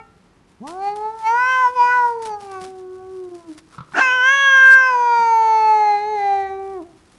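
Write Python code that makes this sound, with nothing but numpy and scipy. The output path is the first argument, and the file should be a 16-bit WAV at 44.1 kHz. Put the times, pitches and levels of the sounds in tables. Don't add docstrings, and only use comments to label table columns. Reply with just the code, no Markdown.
import sys
import numpy as np
from scipy import signal
from scipy.fft import rfft, irfft, next_fast_len
from scipy.io import wavfile
from scipy.ndimage import map_coordinates

SR = 44100
rng = np.random.default_rng(int(sys.argv[2]) if len(sys.argv) > 2 else 0)


def output_pcm(signal):
    pcm = np.clip(np.atleast_2d(signal).T, -1, 1) * 32767
    wavfile.write(sys.argv[1], SR, np.round(pcm).astype(np.int16))


def decibels_to_gain(level_db):
    exponent = np.asarray(level_db, float) / 20
    return 10 ** exponent


N = 316638
TIME = np.arange(N) / SR

# (time [s], overtone 1 [dB], overtone 2 [dB], overtone 3 [dB], treble [dB])
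FIRST_LEVELS = [(0.6, -30.5, -44, -64, -52), (0.65, -38.5, -48.5, -34.5, -34), (0.74, -38, -35.5, -43, -72),
                (0.88, -34.0, -19, -41.5, -45.5), (0.96, -34, -32, -49.5, -62),
                (1.06, -32.5, -23, -40.5, -59), (1.16, -42, -36.5, -48, -63), (1.22, -64, -31, -47, -62.0),
                (1.27, -43, -15, -33, -28.5), (1.34, -31, -16.0, -26.5, -50),
                (1.39, -44, -17.5, -19.5, -42), (1.53, -38.5, -21, -18, -30), (1.66, -40, -11, -25, -50),
                (1.73, -27.5, -35, -44, -50.5), (1.81, -35, -8, -35, -39.5), (1.92, -37.5, -19, -16, -40),
                (2.05, -34, -13, -27.5, -62.5), (2.17, -28, -33.5, -55, -60.5),
                (2.34, -36.5, -26, -43, -58), (2.4, -47, -38.5, -49, -71), (2.46, -38.5, -38.5, -51, -59),
                (2.56, -36.0, -36.0, -33, -52.5), (2.7, -38, -40, -59, -62), (2.94, -34.5, -59, -53, -73),
                (3.01, -41.5, -43.5, -52.5, -64), (3.17, -31.5, -57, -54.5, -90),
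                (3.36, -33.5, -47, -57, -78), (3.44, -57, -56, -54, -70), (3.5, -31, -56.5, -59, -68.0),
                (3.6, -48, -66, -71, -65)]
SECOND_LEVELS = [(4.0, -32, -18, -12, -30), (4.03, -38.5, -21, -17, -20), (4.19, -36.5, -25, -17, -32.5),
                 (4.29, -37.5, -21.5, -11, -22.5), (4.36, -36.5, -22.5, -16.5, -25),
                 (4.57, -35.5, -21.5, -9.0, -28.5), (4.74, -36.5, -26.5, -5.5, -30.5),
                 (4.88, -34.5, -18, -17.5, -31.5), (4.97, -31, -15, -36.5, -41.5),
                 (5.15, -32.5, -14.5, -26, -37), (5.39, -32, -13.0, -34.5, -37.5),
                 (5.7, -29.5, -13.0, -32.5, -36.5), (5.93, -31.5, -14.5, -42.5, -37),
                 (6.02, -31, -23.0, -50.0, -38.5), (6.15, -26, -22.0, -52, -41.5),
                 (6.19, -32.0, -21.0, -53, -40), (6.34, -29.5, -15, -45, -40), (6.48, -31, -30, -44.0, -41),
                 (6.63, -30.0, -34.5, -48.5, -56), (6.8, -30.5, -39.0, -43, -55.5),
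                 (6.84, -39.0, -51, -61, -65), (6.93, -60.5, -57, -76.5, -68.0)]
# (time [s], pitch [Hz])
FIRST_PITCH = [(0.6, 175), (0.64, 259.6), (0.701, 332), (0.75, 368.7), (0.84, 399.6), (1.161, 448),
               (1.259, 439.5), (1.409, 498.3), (1.5, 516.1), (1.62, 510.4), (1.67, 489), (1.76, 503.6),
               (1.801, 484.5), (1.96, 495.7), (2.24, 449.2), (2.33, 418.4), (2.61, 370.7), (2.68, 379),
               (2.86, 368.9), (3.13, 377.4), (3.22, 367.6), (3.48, 329.7), (3.52, 306), (3.6, 306.5)]
SECOND_PITCH = [(4.001, 532), (4.111, 501.6), (4.149, 511.8), (4.209, 499.7), (4.33, 552.4), (4.43, 552.2),
                (4.598, 529.4), (4.76, 527.7), (4.881, 514.4), (4.961, 488.3), (5.39, 448.1), (5.73, 431.4),
                (5.97, 409.3), (6.101, 428), (6.14, 424.4), (6.201, 403.8), (6.49, 386.3), (6.731, 389),
                (6.79, 359), (6.82, 307), (6.851, 349.5), (6.93, 332)]
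# (time [s], mouth [Hz], upper over lower throat resonance [dB])
MOUTH_AND_THROAT = [(.8, 2190, -36), (1.25, 2110, -17), (1.499, 2813, -20), (1.798, 2445, -15),
                    (2.0, 2584, -14.5), (2.3, 2250, -3), (4.052, 2550, -9.5), (4.398, 3126, -11.5),
                    (4.799, 2800, -7.5), (4.968, 2367, -10), (5.601, 2120, -11), (5.999, 2030, -11),
                    (6.55, 1963, -22.5)]
RING_SLOPES = [0.39, 0.11, 0.44]
FULL_VOICE_LEVELS = [-15, -30, -35]
# (middle [s], half length [s], level change [dB])
VOICE_CATCHES = [(1.73, 0.025, -8), (3.303, 0.012, -9), (3.542, 0.012, -11)]
# (time [s], beats [per s], level [dB])
HOARSE_BEATS = [(3.936, 274, -38), (3.955, 332, -24.5), (3.973, 358, -17), (3.991, 360, -14.5),
                (4.009, 500, -16), (4.042, 640, -32.5), (4.1, 515, -51.5)]
# (frequency [Hz], relative level [dB])
CROAK_COLOUR = [(88, -80), (150, -44.5), (312, -13.5), (532, -33), (810, -9.5), (1350, -17), (1570, -2),
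                (2030, -25.5), (2720, -22), (3450, -33), (6200, -29), (12000, -60), (15600, -95.5),
                (22000, -120)]
# (time [s], level [dB])
GASP_LEVELS = [(3.659, -84.5), (3.72, -56.5), (3.8, -44), (3.882, -57), (3.928, -67)]
# (frequency [Hz], relative level [dB])
GASP_COLOUR = [(290, -34.5), (500, -5.5), (782, -24), (972, -3.5), (1350, 3), (1720, -21), (3910, -22.5),
               (9000, -48), (11700, -95), (19800, -120)]
# (time [s], relative air level [dB], relative thump level [dB])
GULPS = [(3.782, -22.5, -37), (3.805, -24.5, -35.5), (3.92, -27, -49)]
# (time [s], relative level [dB], rise [s], t60 [s])
SCUFFS = [(0.6685, -30, 0.0096, 0.094), (0.9567, -29, 0.01, 0.054), (2.2188, -23.5, 0.025, 0.068),
          (2.248, -29.5, 0.013, 0.11), (2.3956, -51, 0.0088, 0.36), (2.5095, -43, 0.0028, 0.14),
          (2.606, -37, 0.0068, 0.14), (2.6359, -40.5, 0.0053, 0.14), (3.237, -52, 0.0034, 0.062),
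          (3.343, -53, 0.0044, 0.078), (3.5759, -31, 0.0074, 0.047), (6.8176, -38.5, 0.014, 0.04)]
# (frequency [Hz], relative level [dB])
GRIT_COLOUR = [(1470, -39), (2500, -10), (4840, -10), (5280, -9), (6820, -13.5), (10000, -13),
               (12500, -27.5), (16200, -56.5), (22000, -120)]
# (time [s], relative level [dB])
RUSTLE_LEVELS = [(.55, -73), (.65, -56.5), (2.2, -56.5), (2.75, -56.5), (2.9, -62), (3.4, -56), (3.7, -58),
                 (6.8, -62), (7.1, -59.5)]
# (time [s], relative level [dB], tone [Hz])
FOOTFALLS = [(0.953, -51, 300), (2.299, -50, 175), (2.416, -53, 223.6), (2.614, -42, 180.8),
             (2.678, -47, 256.5), (5.19, -42.5, 210.2)]
# (frequency [Hz], t60 [s])
YARD_DECAY = [(300, 0.8), (1500, 0.55), (8000, 0.067)]
# (frequency [Hz], starting level [dB], t60 [s])
EARLIER_OVERTONES = [(438, -49.5, 0.53), (800, -49, 0.52), (880, -36, 0.14), (1310, -47, 0.34),
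                     (1370, -48, 0.69), (1820, -53, 0.37), (2250, -45, 0.12), (2760, -56, 0.26)]
# (frequency [Hz], relative level [dB])
NIGHT_COLOUR = [(15, -57.5), (30, -16.5), (40, 9.5), (50, 1.5), (87, 5.5), (355, 2), (581, -7.5), (978, -6),
                (1440, -10.5), (1970, -12.5), (2840, -17), (5000, -22), (11000, -30.5)]
# (middle [s], length [s], tone [Hz], level [dB])
DRONES = [(0.49, 1.4, 175.7, -61.5), (2.693, 1.3, 99.6, -57), (6.35, 0.91, 71.9, -58)]


def unit(x):
    return x / np.sqrt(np.mean(x ** 2) + 1e-20)


def along(points, hz):
    f, v = np.transpose(points)
    return np.interp(np.log(hz + 1), np.log(f + 1), v)


def wobble(rate, t=TIME):
    knots = rng.standard_normal(int(N * rate / SR) + 4)
    return map_coordinates(knots, [t * rate])


def coloured(spectrum):
    size = next_fast_len(N)
    gain = decibels_to_gain(along(spectrum, np.fft.rfftfreq(size, 1 / SR)))
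    return unit(irfft(rfft(rng.standard_normal(N), size) * gain, size)[:N])


def burst(start, rise, t60):
    t = np.arange(SR // 2) / SR
    shape = (1 - np.exp(-t / abs(rise))) * decibels_to_gain(-60 * t / abs(t60))
    return np.pad(shape, (round(start * SR), N))[:N]


def resonance(hz, centre_hz, width_hz):
    return 1 / (1 + ((hz - centre_hz) / width_hz) ** 4)


def brightness(db, pitch):
    tautness = np.clip((pitch - 340) / 50, 0, 1)
    opening = np.clip((db + 63.5) / 8, 0, 1)
    return tautness * decibels_to_gain(db) * opening


def yowl(rows, melody, fourth_db, fourth_share, ring_db):
    span = slice(round(rows[0][0] * SR), round(rows[-1][0] * SR))
    t = TIME[span]
    pitch = np.interp(t, *np.transpose(melody))
    times, *columns = np.transpose(rows)
    *low_db, treble_db = [np.interp(t, times, column) for column in columns]
    times, *columns = np.transpose(MOUTH_AND_THROAT)
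    mouth_hz, upper_db = [np.interp(t, times, column) for column in columns]

    mouth_db = treble_db + 1.5
    throat_db = ring_db
    for slope, db, full in zip(RING_SLOPES, [*low_db[1:], treble_db], FULL_VOICE_LEVELS):
        throat_db = throat_db + slope * (db - full)
    between = treble_db + fourth_share * (low_db[2] - treble_db)
    low_db.append(fourth_db + between + 1.7 * wobble(8, t))

    tick = (60 * t - 0.4) % 1 - 0.5
    slip = 0.06 * decibels_to_gain(wobble(30, t)) * tick
    phase = 2 * np.pi * np.cumsum(pitch * (1 + 0.00064 * wobble(60, t))) / SR + slip
    blur = 0.022 * wobble(500, t)
    voice = 0
    for k, db in enumerate(low_db, 1):
        gain = decibels_to_gain(db + 0.13 * wobble(36, t)) * np.sqrt(2)
        voice = voice + gain * np.sin(k * phase - k * k * 0.6)

    mouth_gain, throat_gain = brightness(mouth_db, pitch), brightness(throat_db, pitch)
    for k in range(5, 24):
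        hz = k * pitch
        lower = resonance(hz, 2.01 * mouth_hz, 240)
        upper = decibels_to_gain(upper_db) * resonance(hz, 6165, 430)
        throat = lower + upper + decibels_to_gain(-5.5 - 1.1 * k)
        gain = mouth_gain * resonance(hz, mouth_hz, 340) + throat_gain * throat
        swell = decibels_to_gain(3.5 * wobble(9, t))
        voice += gain * swell * np.sin(k * (phase + blur - k * 0.49))

    hiss = coloured([(2600, -12.5), (3700, -20), (5500, -6), (6250, -1), (7000, -6.5), (11000, -26.5)])
    breath = decibels_to_gain(throat_db - 15 + 2.9 * wobble(29, t)) * hiss[span]
    shimmer = 1 + decibels_to_gain(-36.5) * unit(np.diff(wobble(300, t), prepend=0))
    catch = decibels_to_gain(sum(db * np.exp(-((t - middle) / half) ** 4) for middle, half, db in VOICE_CATCHES))
    fade = np.clip(np.minimum(t - t[0], t[-1] - t) / 0.017, 0, 1)
    return np.pad(catch * fade * (voice * shimmer + breath), (span.start, N - span.stop))


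def croak():
    times, rate, db = np.transpose(HOARSE_BEATS)
    span = slice(round(times[0] * SR), round(times[-1] * SR))
    t = TIME[span]
    rate, db = np.interp(t, times, rate), np.interp(t, times, db)
    phase = 2 * np.pi * np.cumsum(rate) / SR
    bands = 0
    for k in range(1, 9):
        gain = decibels_to_gain(along(CROAK_COLOUR, k * rate) + 3.7 * wobble(150, t))
        bands = bands + gain * np.sin(k * phase + 1.46 * wobble(200, t))
    hiss = decibels_to_gain(0.3 * (db + 18) - 5) * coloured(CROAK_COLOUR)[span]
    return np.pad(decibels_to_gain(db) * (unit(bands) + hiss), (span.start, N - span.stop))


def gasp():
    times, db = np.transpose(GASP_LEVELS)
    air = decibels_to_gain(np.interp(TIME, times, db, -120, -120) + 3.2 * wobble(90))
    thumps = 0
    for start, air_db, thump_db in GULPS:
        air = air + decibels_to_gain(air_db + 3) * burst(start, 0.0034, 0.022)
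        tone = np.sin(2 * np.pi * 150 * (TIME - start))
        thumps = thumps + decibels_to_gain(thump_db + 12) * burst(start, 0.00276, 0.086) * tone
    return air * coloured(GASP_COLOUR) + thumps


def feet():
    grains = decibels_to_gain(3 * wobble(400))
    grit = unit(grains * coloured([(200, -9.5), (1200, -4.5)] + list(GRIT_COLOUR)[1:]))
    rustle = decibels_to_gain(np.interp(TIME, *np.transpose(RUSTLE_LEVELS)) + 3.8 * wobble(20))
    scuffs = sum(decibels_to_gain(db + 0.5) * burst(start, rise, t60) for start, db, rise, t60 in SCUFFS)
    footfalls = 0
    for start, db, hz in FOOTFALLS:
        tone = np.sin(2 * np.pi * hz * (TIME - start))
        footfalls = footfalls + decibels_to_gain(db + 5.5) * burst(start, 0.0015, 0.13) * tone
    return (scuffs + rustle) * grit + footfalls


def yard(x):
    hz, t, bins = signal.stft(rng.standard_normal(SR // 2), SR, nperseg=256)
    decay = decibels_to_gain(-60 * t / along(YARD_DECAY, hz)[:, None])
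    tail = signal.istft(bins * decay, SR, nperseg=256)[1]
    return signal.fftconvolve(np.pad(x, (600, 0)), tail / np.linalg.norm(tail))[:N]


def earlier_call():
    echo = 0
    for hz, db, t60 in EARLIER_OVERTONES:
        gain = decibels_to_gain(db + 1.7 * wobble(26) - 60 * TIME / t60)
        echo = echo + gain * np.sin(2 * np.pi * hz * TIME + 7 * rng.random())
    return echo


def night():
    drones = 0
    for middle, length, hz, db in DRONES:
        passing = np.exp(-((TIME - middle) / length * 2) ** 4)
        tone = np.sin(2 * np.pi * hz * TIME + 1.2 * wobble(26))
        drones = drones + decibels_to_gain(db + 4.6 * wobble(10)) * passing * tone
    level = decibels_to_gain(-55 + 0.46 * wobble(0.97) + 0.28 * wobble(23))
    return level * coloured(NIGHT_COLOUR) + drones


def scene():
    first = yowl(FIRST_LEVELS, FIRST_PITCH, fourth_db=-7.5, fourth_share=0.88, ring_db=-40)
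    second = yowl(SECOND_LEVELS, SECOND_PITCH, fourth_db=-4, fourth_share=0.067, ring_db=-42.5)
    near = first + second + croak() + gasp() + feet()
    mix = near + decibels_to_gain(-23) * yard(near) + earlier_call() + night()
    return mix[None]


def band_limit(x):
    return signal.sosfilt(signal.butter(12, 15720, fs=SR, output="sos"), x)


def record(dry):
    kept = signal.sosfilt(signal.butter(14, 11300, fs=SR, output="sos"), dry)
    ceiling, knee = 0.79, 40
    clipped = kept / (1 + np.abs(kept / ceiling) ** knee) ** (1 / knee)
    return band_limit(clipped)


dry = scene()
out = record(dry)
output_pcm(out)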